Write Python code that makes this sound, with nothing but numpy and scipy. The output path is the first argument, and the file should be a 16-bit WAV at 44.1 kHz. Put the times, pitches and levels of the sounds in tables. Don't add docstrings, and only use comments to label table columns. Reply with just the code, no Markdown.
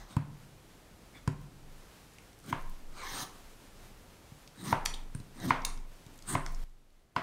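import sys
import numpy as np
from scipy import signal
from scipy.fft import rfft, irfft
from scipy.io import wavfile
from scipy.ndimage import uniform_filter1d

SR = 44100
rng = np.random.default_rng(int(sys.argv[2]) if len(sys.argv) > 2 else 0)


def log_audio(samples):
    frames = np.atleast_2d(samples).T
    limited = np.clip(frames, -1, 1)
    pcm = np.round(limited * 32767).astype(np.int16)
    wavfile.write(sys.argv[1], SR, pcm)


def linear_from_db(decibels):
    return 10 ** (np.asarray(decibels, float) / 20)


N = 318402

# time_s, level_db
AIR_LEVEL = [(0, -63.5), (.4, -61.5), (1.0, -60), (1.5, -62), (1.95, -57.5), (2.15, -60.5), (2.6, -59.5),
             (3.3, -58), (3.6, -57), (4.3, -59.5), (5.9, -61), (6.2, -59.5), (6.6, -59), (7.22, -62.5)]
# pitch_hz, level_db (per Hz)
AIR_TONE = [(15, -35.5), (25, -6), (49, -10), (300, -17.5), (500, -21.5), (2000, -30.5), (13200, -41),
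            (16000, -48.5)]
# strongest_s, level_db, pitch_hz, rise_s, fall_s
TABLE_ROCKS = [(0.0, -46.5, 36, .1, 0.08), (.3, -56.5, 21.6, 0.12, 0.36), (1.41, -51, 38, .2, .1),
               (1.71, -47, 22.2, 0.14, 0.13), (2.689, -32, 18, 0.1, 0.076), (2.87, -37.5, 16.5, .05, 0.11),
               (3.1, -42.5, 21, 0.086, 0.087), (3.45, -53, 21, 0.3, 0.25), (3.9, -52, 25, 0.23, 0.13),
               (4.83, -36.5, 21.4, .07, 0.1), (4.97, -37, 22.2, 0.095, .22), (5.35, -48, 22.2, 0.061, .1),
               (5.718, -33, 22.2, 0.17, 0.17), (6.15, -53, 23, 0.11, 0.24), (6.588, -30, 22.8, 0.19, 0.16),
               (6.95, -47.5, 22.2, .15, 0.11)]
# start_s, rumble_db, rasp_db, blade_db
SETTLES = [
    (0.0, -52.5, -50, -56.5),
    (4.875, -56, -54, -74),
    (5.665, -53, -42.5, -57),
    (7.175, -43, -41, -68),
]
# centre_s, length_s, rasp_db, hiss_db
BRUSHES = [
    (.12, 0.075, -54, -61),
    (1.165, 0.082, -54, -63),
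    (4.944, 0.011, -53, -47),
]
# entry_s, full_speed_s, rumble_db, rasp_db, hiss_db
CUTS = [
    (2.43, 2.497, -35, -42.5, -46.5),
    (4.55, 4.675, -33, -39, -45),
    (5.345, 5.456, -33, -39, -44.5),
    (6.25, 6.293, -31.5, -38, -43.5),
]
# time_s, loss_db
CATCHES = [
    (2.517, 17),
    (4.632, 7),
    (5.472, 9.5),
    (6.316, 4),
]
# time_s, pressure_db
DRAW_BACK = [
    (2.9, -69),
    (2.974, -47),
    (3.05, -45),
    (3.064, -45.5),
    (3.14, -41),
    (3.232, -42.5),
    (3.258, -68),
    (3.3, -75),
]
# pitch_hz, width_hz, level_db
RUMBLE_PEAKS = [(110, 47, -3.5), (139, 31, 1), (182, 42, -3.5), (261, 31, -2.5), (309, 49, -7),
                (383.5, 55, -13)]
# pitch_hz, width_hz, level_db
RASP_PEAKS = [(415, 130, -8.5), (696, 190, -4), (1050, 370, 1), (1350, 540, 0), (1680, 420, -3),
              (2116, 440, -8.5)]
# pitch_hz, width_hz, level_db
BLADE_LOW_PEAKS = [(3200, 1400, 2), (4220, 590, 7.5), (4800, 780, 3), (6310, 1100, 2.5), (6720, 300, -15.5)]
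# pitch_hz, width_hz, level_db
BLADE_HIGH_PEAKS = [(8540, 720, 4.5), (9640, 910, -7), (12300, 980, -9), (13260, 1200, -2),
                    (14400, 700, -11), (15500, 700, -9)]
# start_s, length_s, pitch_hz, width_hz, level_db (rms)
SQUEAKS = [(0.083, 0.074, 3670, 500, -59.5), (1.133, 0.06, 2230, 300, -58), (1.139, .06, 3500, 300, -60),
           (2.475, 0.044, 3200, 300, -54), (2.94, 0.14, 4040, 350, -55.5), (2.98, .12, 2150, 300, -49),
           (3.12, 0.15, 6500, 600, -49.5), (4.6, 0.1, 8600, 500, -56), (4.57, .07, 3880, 400, -55),
           (6.27, 0.051, 8700, 497.5, -52), (3.011, 0.064, 1050, 70, -43), (3.077, .04, 6050, 600, -46),
           (3.135, 0.051, 8600, 90, -42.5), (3.2, .075, 15400, 150, -60), (5.155, .055, 8400, 500, -73),
           (5.372, 0.093, 3830, 300, -55.5)]
# time_s, knock_db, thud_db, crack_db, upper_knock_db
BLOWS = [(0.1663, -27, -24.5, -37, -42.5), (1.276, -28.5, -26.5, -30, -42.5), (1.468, -59, -55, -56, -67),
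         (2.527, -19, -37, -45, -34), (4.319, -63, -49.5, -65, -73), (4.727, -11.5, -32.5, -36, -33),
         (5.149, -47, -36.5, -39.5, -55), (5.2, -58, -42, -44, -68), (5.506, -9.5, -34.5, -43, -25.5),
         (6.064, -64, -51.5, -45, -69), (6.352, -16, -31.5, -40, -36), (7.163, -18, -43, -45, -31.5)]
# pitch_hz, level_db, t60_s (time to fade by 60 dB)
THUD_MODES = [(122, 3.5, .04), (120, -11.5, 0.2), (145.6, -16, .45), (145.7, -9, 0.24), (185, -13, .12)]
# pitch_hz, level_db, t60_s
FLEX_MODES = [(250, -3.5, 0.11), (265.3, -1.5, .2), (301, -2, 0.13), (376, -4.5, 0.21), (493, -8, .08)]
# pitch_hz, level_db, t60_s
KNOCK_MODES = [(510, -21, 0.02), (681, -12, 0.041), (726, -7.5, 0.023), (927, -0.5, 0.02), (1050, 0, .022),
               (1253, -8.5, 0.012)]
# pitch_hz, level_db, t60_s
UPPER_KNOCK_MODES = [(1580, 1.5, .015), (1750, -3.5, 0.0098), (2120, 2, 0.012), (2315, -5, 0.0068),
                     (2960, -10.5, 0.01), (3500, -14, 0.012), (4400, -14.5, 0.0072)]
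# pitch_hz, t60_s
ROOM_DECAY = [(125, 0.99), (250, 0.93), (500, 0.74), (1000, 0.52), (2000, 0.44), (4000, 0.29), (8000, 0.33),
              (16000, 0.085)]
# time_s, peak_db, pitch_hz
TICKS = [(1.414, -47, 12000), (2.135, -48, 6000), (2.184, -43.5, 6000), (2.33, -47, 5000),
         (2.389, -45, 8000), (2.40, -45, 7050), (2.44, -42, 6500), (2.462, -40, 8000), (2.612, -45, 8000),
         (2.622, -42, 11000), (2.696, -42, 12000), (2.868, -53, 5000), (4.476, -37.5, 4100),
         (4.64, -31, 7000), (4.896, -43, 7000), (5.367, -43, 4000), (5.401, -33.5, 6000),
         (5.455, -36, 8000), (5.775, -40, 4000), (6.143, -46, 6000), (6.158, -46, 8000), (6.177, -42, 8040),
         (6.189, -40.5, 5000), (6.223, -39, 5000), (6.522, -37, 10100), (6.696, -47, 6000),
         (6.904, -46, 4560)]
# time_s, peak_db, pitch_hz,
# length_ms, width_ratio
JUICE_SNAPS = [(2.185, -39.5, 2130, 1.5, 1.3), (4.853, -25, 7000, 4.2, 2.2), (4.856, -18, 4970, 1.24, 2.5),
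               (4.859, -12.5, 4440, 1.2, 1.62), (4.8591, -11.5, 2390, 3, 2.3), (4.86, -18, 6900, 1.4, 1.36),
               (4.938, -30.5, 3400, 5, 1.09), (4.941, -35, 4270, 5, 1.1), (4.942, -44, 8750, 4, 1),
               (5.149, -36, 8600, 2.2, 0.93), (5.20, -49, 4000, 3, 1.02), (5.619, -38, 4970, 3, 1.24),
               (5.649, -13.5, 4860, 2.7, 1.74), (5.653, -17.5, 5600, 1.7, 2.7),
               (5.657, -32, 5970, 1.5, 2.1), (6.463, -26, 5300, 1.6, 1.42), (6.463, -29.5, 1750, 2.7, 1.29),
               (6.546, -40, 6060, 3, 1.2), (7.163, -21, 1350, 4, 1.16), (7.1637, -38, 4700, 3, 1.1)]
# time_s, level_db
MIX_LEVEL = [
    (6.64, -2.5),
    (6.642, -13.5),
    (7.15, -11.5),
    (7.16, 0.5),
]


def rms_one(x):
    return x / np.sqrt(np.mean(x ** 2) + 1e-20)


def in_time(rows, outside=None):
    time_s, *columns = np.transpose(rows)
    t = np.arange(N) / SR
    return np.array([np.interp(t, time_s, column, outside, outside) for column in columns])


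def band(x, low_hz, high_hz):
    limits = [low_hz, min(high_hz, .45 * SR)]
    return signal.sosfilt(signal.butter(2, limits, "band", fs=SR, output="sos"), x)


def cut_above(x, hz):
    return signal.sosfilt(signal.ellip(10, .5, 60, hz, fs=SR, output="sos"), x)


def drift(rate_hz):
    steps = int(N / SR * rate_hz) + 3
    return np.interp(np.arange(N) * rate_hz / SR, np.arange(steps), rng.standard_normal(steps))


def ring(force, hz, t60):
    r = linear_from_db(-60 / (t60 * SR))
    turn = 2 * np.pi * hz / SR
    return signal.lfilter([0, np.sin(turn)], [1, -2 * r * np.cos(turn), r * r], force + 1e-18)


def resonances(x, peaks, patchy_db):
    out = 0
    for k, (hz, width_hz, level_db) in enumerate(peaks):
        r = np.exp(-np.pi * width_hz / SR)
        poles = [1, -2 * r * np.cos(2 * np.pi * hz / SR), r * r]
        gain = linear_from_db(level_db + patchy_db * drift(18))
        out = out + (-1) ** k * gain * signal.lfilter([1 - r, 0, r - 1], poles, x)
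    return out


def burst(start_s, peak_db, hz, length_ms, width):
    age = np.arange(1200) / SR / (length_ms / 1000)
    first_snap = 3 * (age == 0)
    snaps = (rng.standard_normal(len(age)) ** 3 + first_snap) * np.exp(-age ** 2)
    sound = band(snaps, hz / width, hz * width)
    out = np.zeros(N + len(age))
    i = round(start_s * SR)
    out[i:i + len(age)] = linear_from_db(peak_db) * sound / np.abs(sound).max()
    return out[:N]


def air():
    hz = np.arange(N // 2 + 1) * SR / N + 1
    corner_hz, tone_db = np.transpose(AIR_TONE)
    tone = linear_from_db(np.interp(np.log(hz), np.log(corner_hz), tone_db))
    shaped = rfft(rng.standard_normal(N)) * tone
    low_share = 1 / (1 + (hz / 900) ** 2)
    hiss_db = in_time(AIR_LEVEL)[0]
    rumble_db = -55.5 + 0.32 * (hiss_db - hiss_db.mean())
    rumble = rms_one(irfft(shaped * low_share, N)) * linear_from_db(rumble_db + .8 * drift(9))
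    hiss = rms_one(irfft(shaped * (1 - low_share), N)) * linear_from_db(hiss_db + 1.3 * drift(14))
    return rumble + hiss


def sway():
    age = np.arange(N) / SR - np.array(TABLE_ROCKS)[:, :1]
    level_db, hz, rise_s, fall_s = np.array(TABLE_ROCKS).T[1:, :, None]
    swell = np.exp(-(age / np.where(age < 0, rise_s, fall_s)) ** 2)
    rocking = linear_from_db(level_db) * swell * np.cos(2 * np.pi * hz * age)
    return np.sqrt(2) * np.sum(rocking, axis=0)


def settle_strokes(t):
    gains, fall_db_per_s, sizzle_db = np.zeros((4, N)), 199, -5
    for start_s, rumble_db, rasp_db, blade_db in SETTLES:
        start_db = np.array([[rumble_db], [rasp_db], [blade_db], [blade_db + sizzle_db]])
        gains += (t >= start_s) * linear_from_db(start_db - fall_db_per_s * np.abs(t - start_s))
    return gains


def brush_strokes(t):
    gains, rumble_db, sizzle_db = np.zeros((4, N)), -0.5, -4
    for centre_s, length_s, rasp_db, hiss_db in BRUSHES:
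        top_db = np.array([[rasp_db + rumble_db], [rasp_db], [hiss_db], [hiss_db + sizzle_db]])
        gains += linear_from_db(top_db) * np.exp(-(2 * (t - centre_s) / length_s) ** 2)
    return gains


def cut_strokes(t):
    gains, catch_s = np.zeros((4, N)), 0.007
    entry_db, rumble_rise_db, rumble_bend, sizzle_db = -24.5, 28, 2.38, -1
    stall_db = sum(loss_db * np.exp(-((t - s) / catch_s) ** 2) for s, loss_db in CATCHES)
    for entry_s, full_s, rumble_db, rasp_db, hiss_db in CUTS:
        wood_s = min(blow[0] for blow in BLOWS if blow[0] > full_s)
        inside = (t > entry_s) & (t < wood_s)
        speed_db = entry_db * np.clip((full_s - t) / (full_s - entry_s), 0, 1) - stall_db
        depth_left = np.clip((wood_s - t) / (wood_s - entry_s), 0, 1)
        push_db = -rumble_rise_db * depth_left ** rumble_bend
        levels_db = [push_db + rumble_db, speed_db + rasp_db, speed_db + hiss_db, speed_db + hiss_db + sizzle_db]
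        gains += inside * linear_from_db(np.array(levels_db))
    return gains


def draw_strokes():
    start_db = (-26, 1, -6, -15)
    end_db = (-1.5, 1.6, 2, 1.5)
    tilt_db = in_time([(DRAW_BACK[1][0], *start_db), (DRAW_BACK[-3][0], *end_db)])
    return linear_from_db(in_time(DRAW_BACK, outside=-120) + tilt_db)


def strokes():
    t = np.arange(N) / SR
    gains = settle_strokes(t) + brush_strokes(t) + cut_strokes(t) + draw_strokes()
    return uniform_filter1d(gains, size=200, axis=1)


def grit(per_s, spread_db):
    sizes = linear_from_db(spread_db * np.minimum(rng.exponential(1, N), 5)) * rng.choice([-1, 1], N)
    return sizes * (rng.random(N) < per_s / SR)


def slides():
    fibres, juice = grit(1600, 2.7), grit(9000, 2.52)
    rumble = resonances(fibres, RUMBLE_PEAKS, patchy_db=1.4)
    rasp = resonances(fibres + .45 * juice, RASP_PEAKS, patchy_db=2.45)
    film = juice[::-1]
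    hiss = resonances(juice, BLADE_LOW_PEAKS, patchy_db=0.35) + linear_from_db(-10) * band(film, 2400, 7800)
    sizzle = resonances(juice, BLADE_HIGH_PEAKS, patchy_db=5.2) + linear_from_db(-6.5) * band(film, 7000, 15500)
    uneven = [rms_one(layer) * linear_from_db(1.4 * drift(40)) for layer in (rumble, rasp, hiss, sizzle)]
    layers = np.array(uneven) * strokes()
    return layers[0], linear_from_db(-1.18) * layers[1:].sum(axis=0)


def squeaks():
    out = np.zeros(N)
    for start_s, length_s, hz, width_hz, level_db in SQUEAKS:
        noise = rng.standard_normal(int(length_s * SR))
        r = np.exp(-np.pi * width_hz / SR)
        resonance = [1, 0, -1, 1, -2 * r * np.cos(2 * np.pi * hz / SR), r * r]
        whistle = rms_one(signal.sosfilt([resonance, resonance], noise))
        swell = np.hanning(len(noise)) ** .5
        i = round(start_s * SR)
        out[i:i + len(noise)] += linear_from_db(level_db) * whistle * swell
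    return out


def strike(modes, level_db, spread_db, contact_s, sign):
    at = np.round(np.array(BLOWS)[:, 0] * SR).astype(int)
    luck = rng.standard_normal((len(BLOWS), len(modes)))
    push = np.hanning(int(contact_s * SR) + 3)
    out = np.zeros(N)
    for k, (hz, mode_db, t60) in enumerate(modes):
        force = np.zeros(N)
        force[at] = linear_from_db(level_db + mode_db + spread_db * luck[:, k])
        out += sign ** k * ring(force, hz, t60)
    return np.convolve(out, push / push.sum())[:N]


def blows():
    time_s, knock_db, thud_db, crack_db, upper_db = np.transpose(BLOWS)
    flex_db = 0.36 * knock_db + (1 - 0.36) * thud_db - 8.5
    thud = -strike(THUD_MODES, thud_db + 7.0, spread_db=0.5, contact_s=0.002, sign=1.0)
    flex = strike(FLEX_MODES, flex_db, spread_db=4.0, contact_s=.001, sign=-0.94)
    knock = strike(KNOCK_MODES, knock_db - .6, spread_db=2.5, contact_s=0.00024, sign=-1.112)
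    upper = strike(UPPER_KNOCK_MODES, upper_db + 3.5, spread_db=5.0, contact_s=.0001, sign=-1.077)
    crush = sum(burst(s, db - 6.5, 925, 4.55, width=1.95) for s, db in zip(time_s, knock_db))
    crush = crush + sum(burst(s, db - 1, 2100, 2.9, width=1.4) for s, db in zip(time_s, upper_db))
    crack = sum(burst(s, db + 2.9, 4400, 2.4, width=2.1) for s, db in zip(time_s, crack_db))
    return thud + flex, knock + upper + crush + crack


def wash():
    time_s, knock_db, thud_db, crack_db, upper_db = np.transpose(BLOWS)
    knock_wash = (500, 1500, -20, 0.44)
    upper_wash = (1300, 2900, -10.5, 0.31)
    out = np.zeros(N)
    for blow_db, (low_hz, high_hz, under_db, t60) in ((knock_db, knock_wash), (upper_db, upper_wash)):
        starts = np.zeros(N)
        starts[np.round(time_s * SR).astype(int)] = linear_from_db(blow_db + under_db)
        fading = signal.lfilter([1], [1, -linear_from_db(-60 / (t60 * SR))], starts + 1e-18)
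        out += rms_one(band(rng.standard_normal(N), low_hz, high_hz)) * fading
    return out


def ticks():
    return sum(burst(s, peak_db, hz, length_ms=2.6, width=1.6) for s, peak_db, hz in TICKS)


def juice_snaps():
    return sum(burst(s, peak_db, hz, length_ms, max(width, 1.05))
               for s, peak_db, hz, length_ms, width in JUICE_SNAPS)


def kitchen(x):
    room_db, gap_s = -30.5 - 5.0, 0.0037
    t = np.arange(SR) / SR
    white = rng.standard_normal((2, SR))
    tail = 0
    for k, (hz, t60) in enumerate(ROOM_DECAY):
        octave = band(white[k % 2], hz / np.sqrt(2), hz * np.sqrt(2))
        tail = tail + octave * linear_from_db(-60 * t / t60)
    tail = tail * np.clip(t / gap_s - .5, 0, 1)
    return linear_from_db(room_db) * signal.fftconvolve(x, tail)[:N]


def scene():
    rumble, slide = slides()
    thud, knock = blows()
    snaps = juice_snaps()
    low = band(thud + rumble, 67, 3000)
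    smooth = slide + squeaks() + ticks()
    echoes = kitchen(linear_from_db(-3.5) * knock + snaps + smooth + linear_from_db(-10.5) * low)
    smooth = smooth + echoes + air() + wash()
    mix = low + knock + snaps + cut_above(smooth, 15750) + sway()
    return mix[None]


def top_cut(x):
    return signal.sosfilt(signal.butter(12, 16970, fs=SR, output="sos"), x)


def record(dry):
    mix = cut_above(dry * linear_from_db(in_time(MIX_LEVEL)), 16900)
    return top_cut(mix)


dry = scene()
out = record(dry)
log_audio(out)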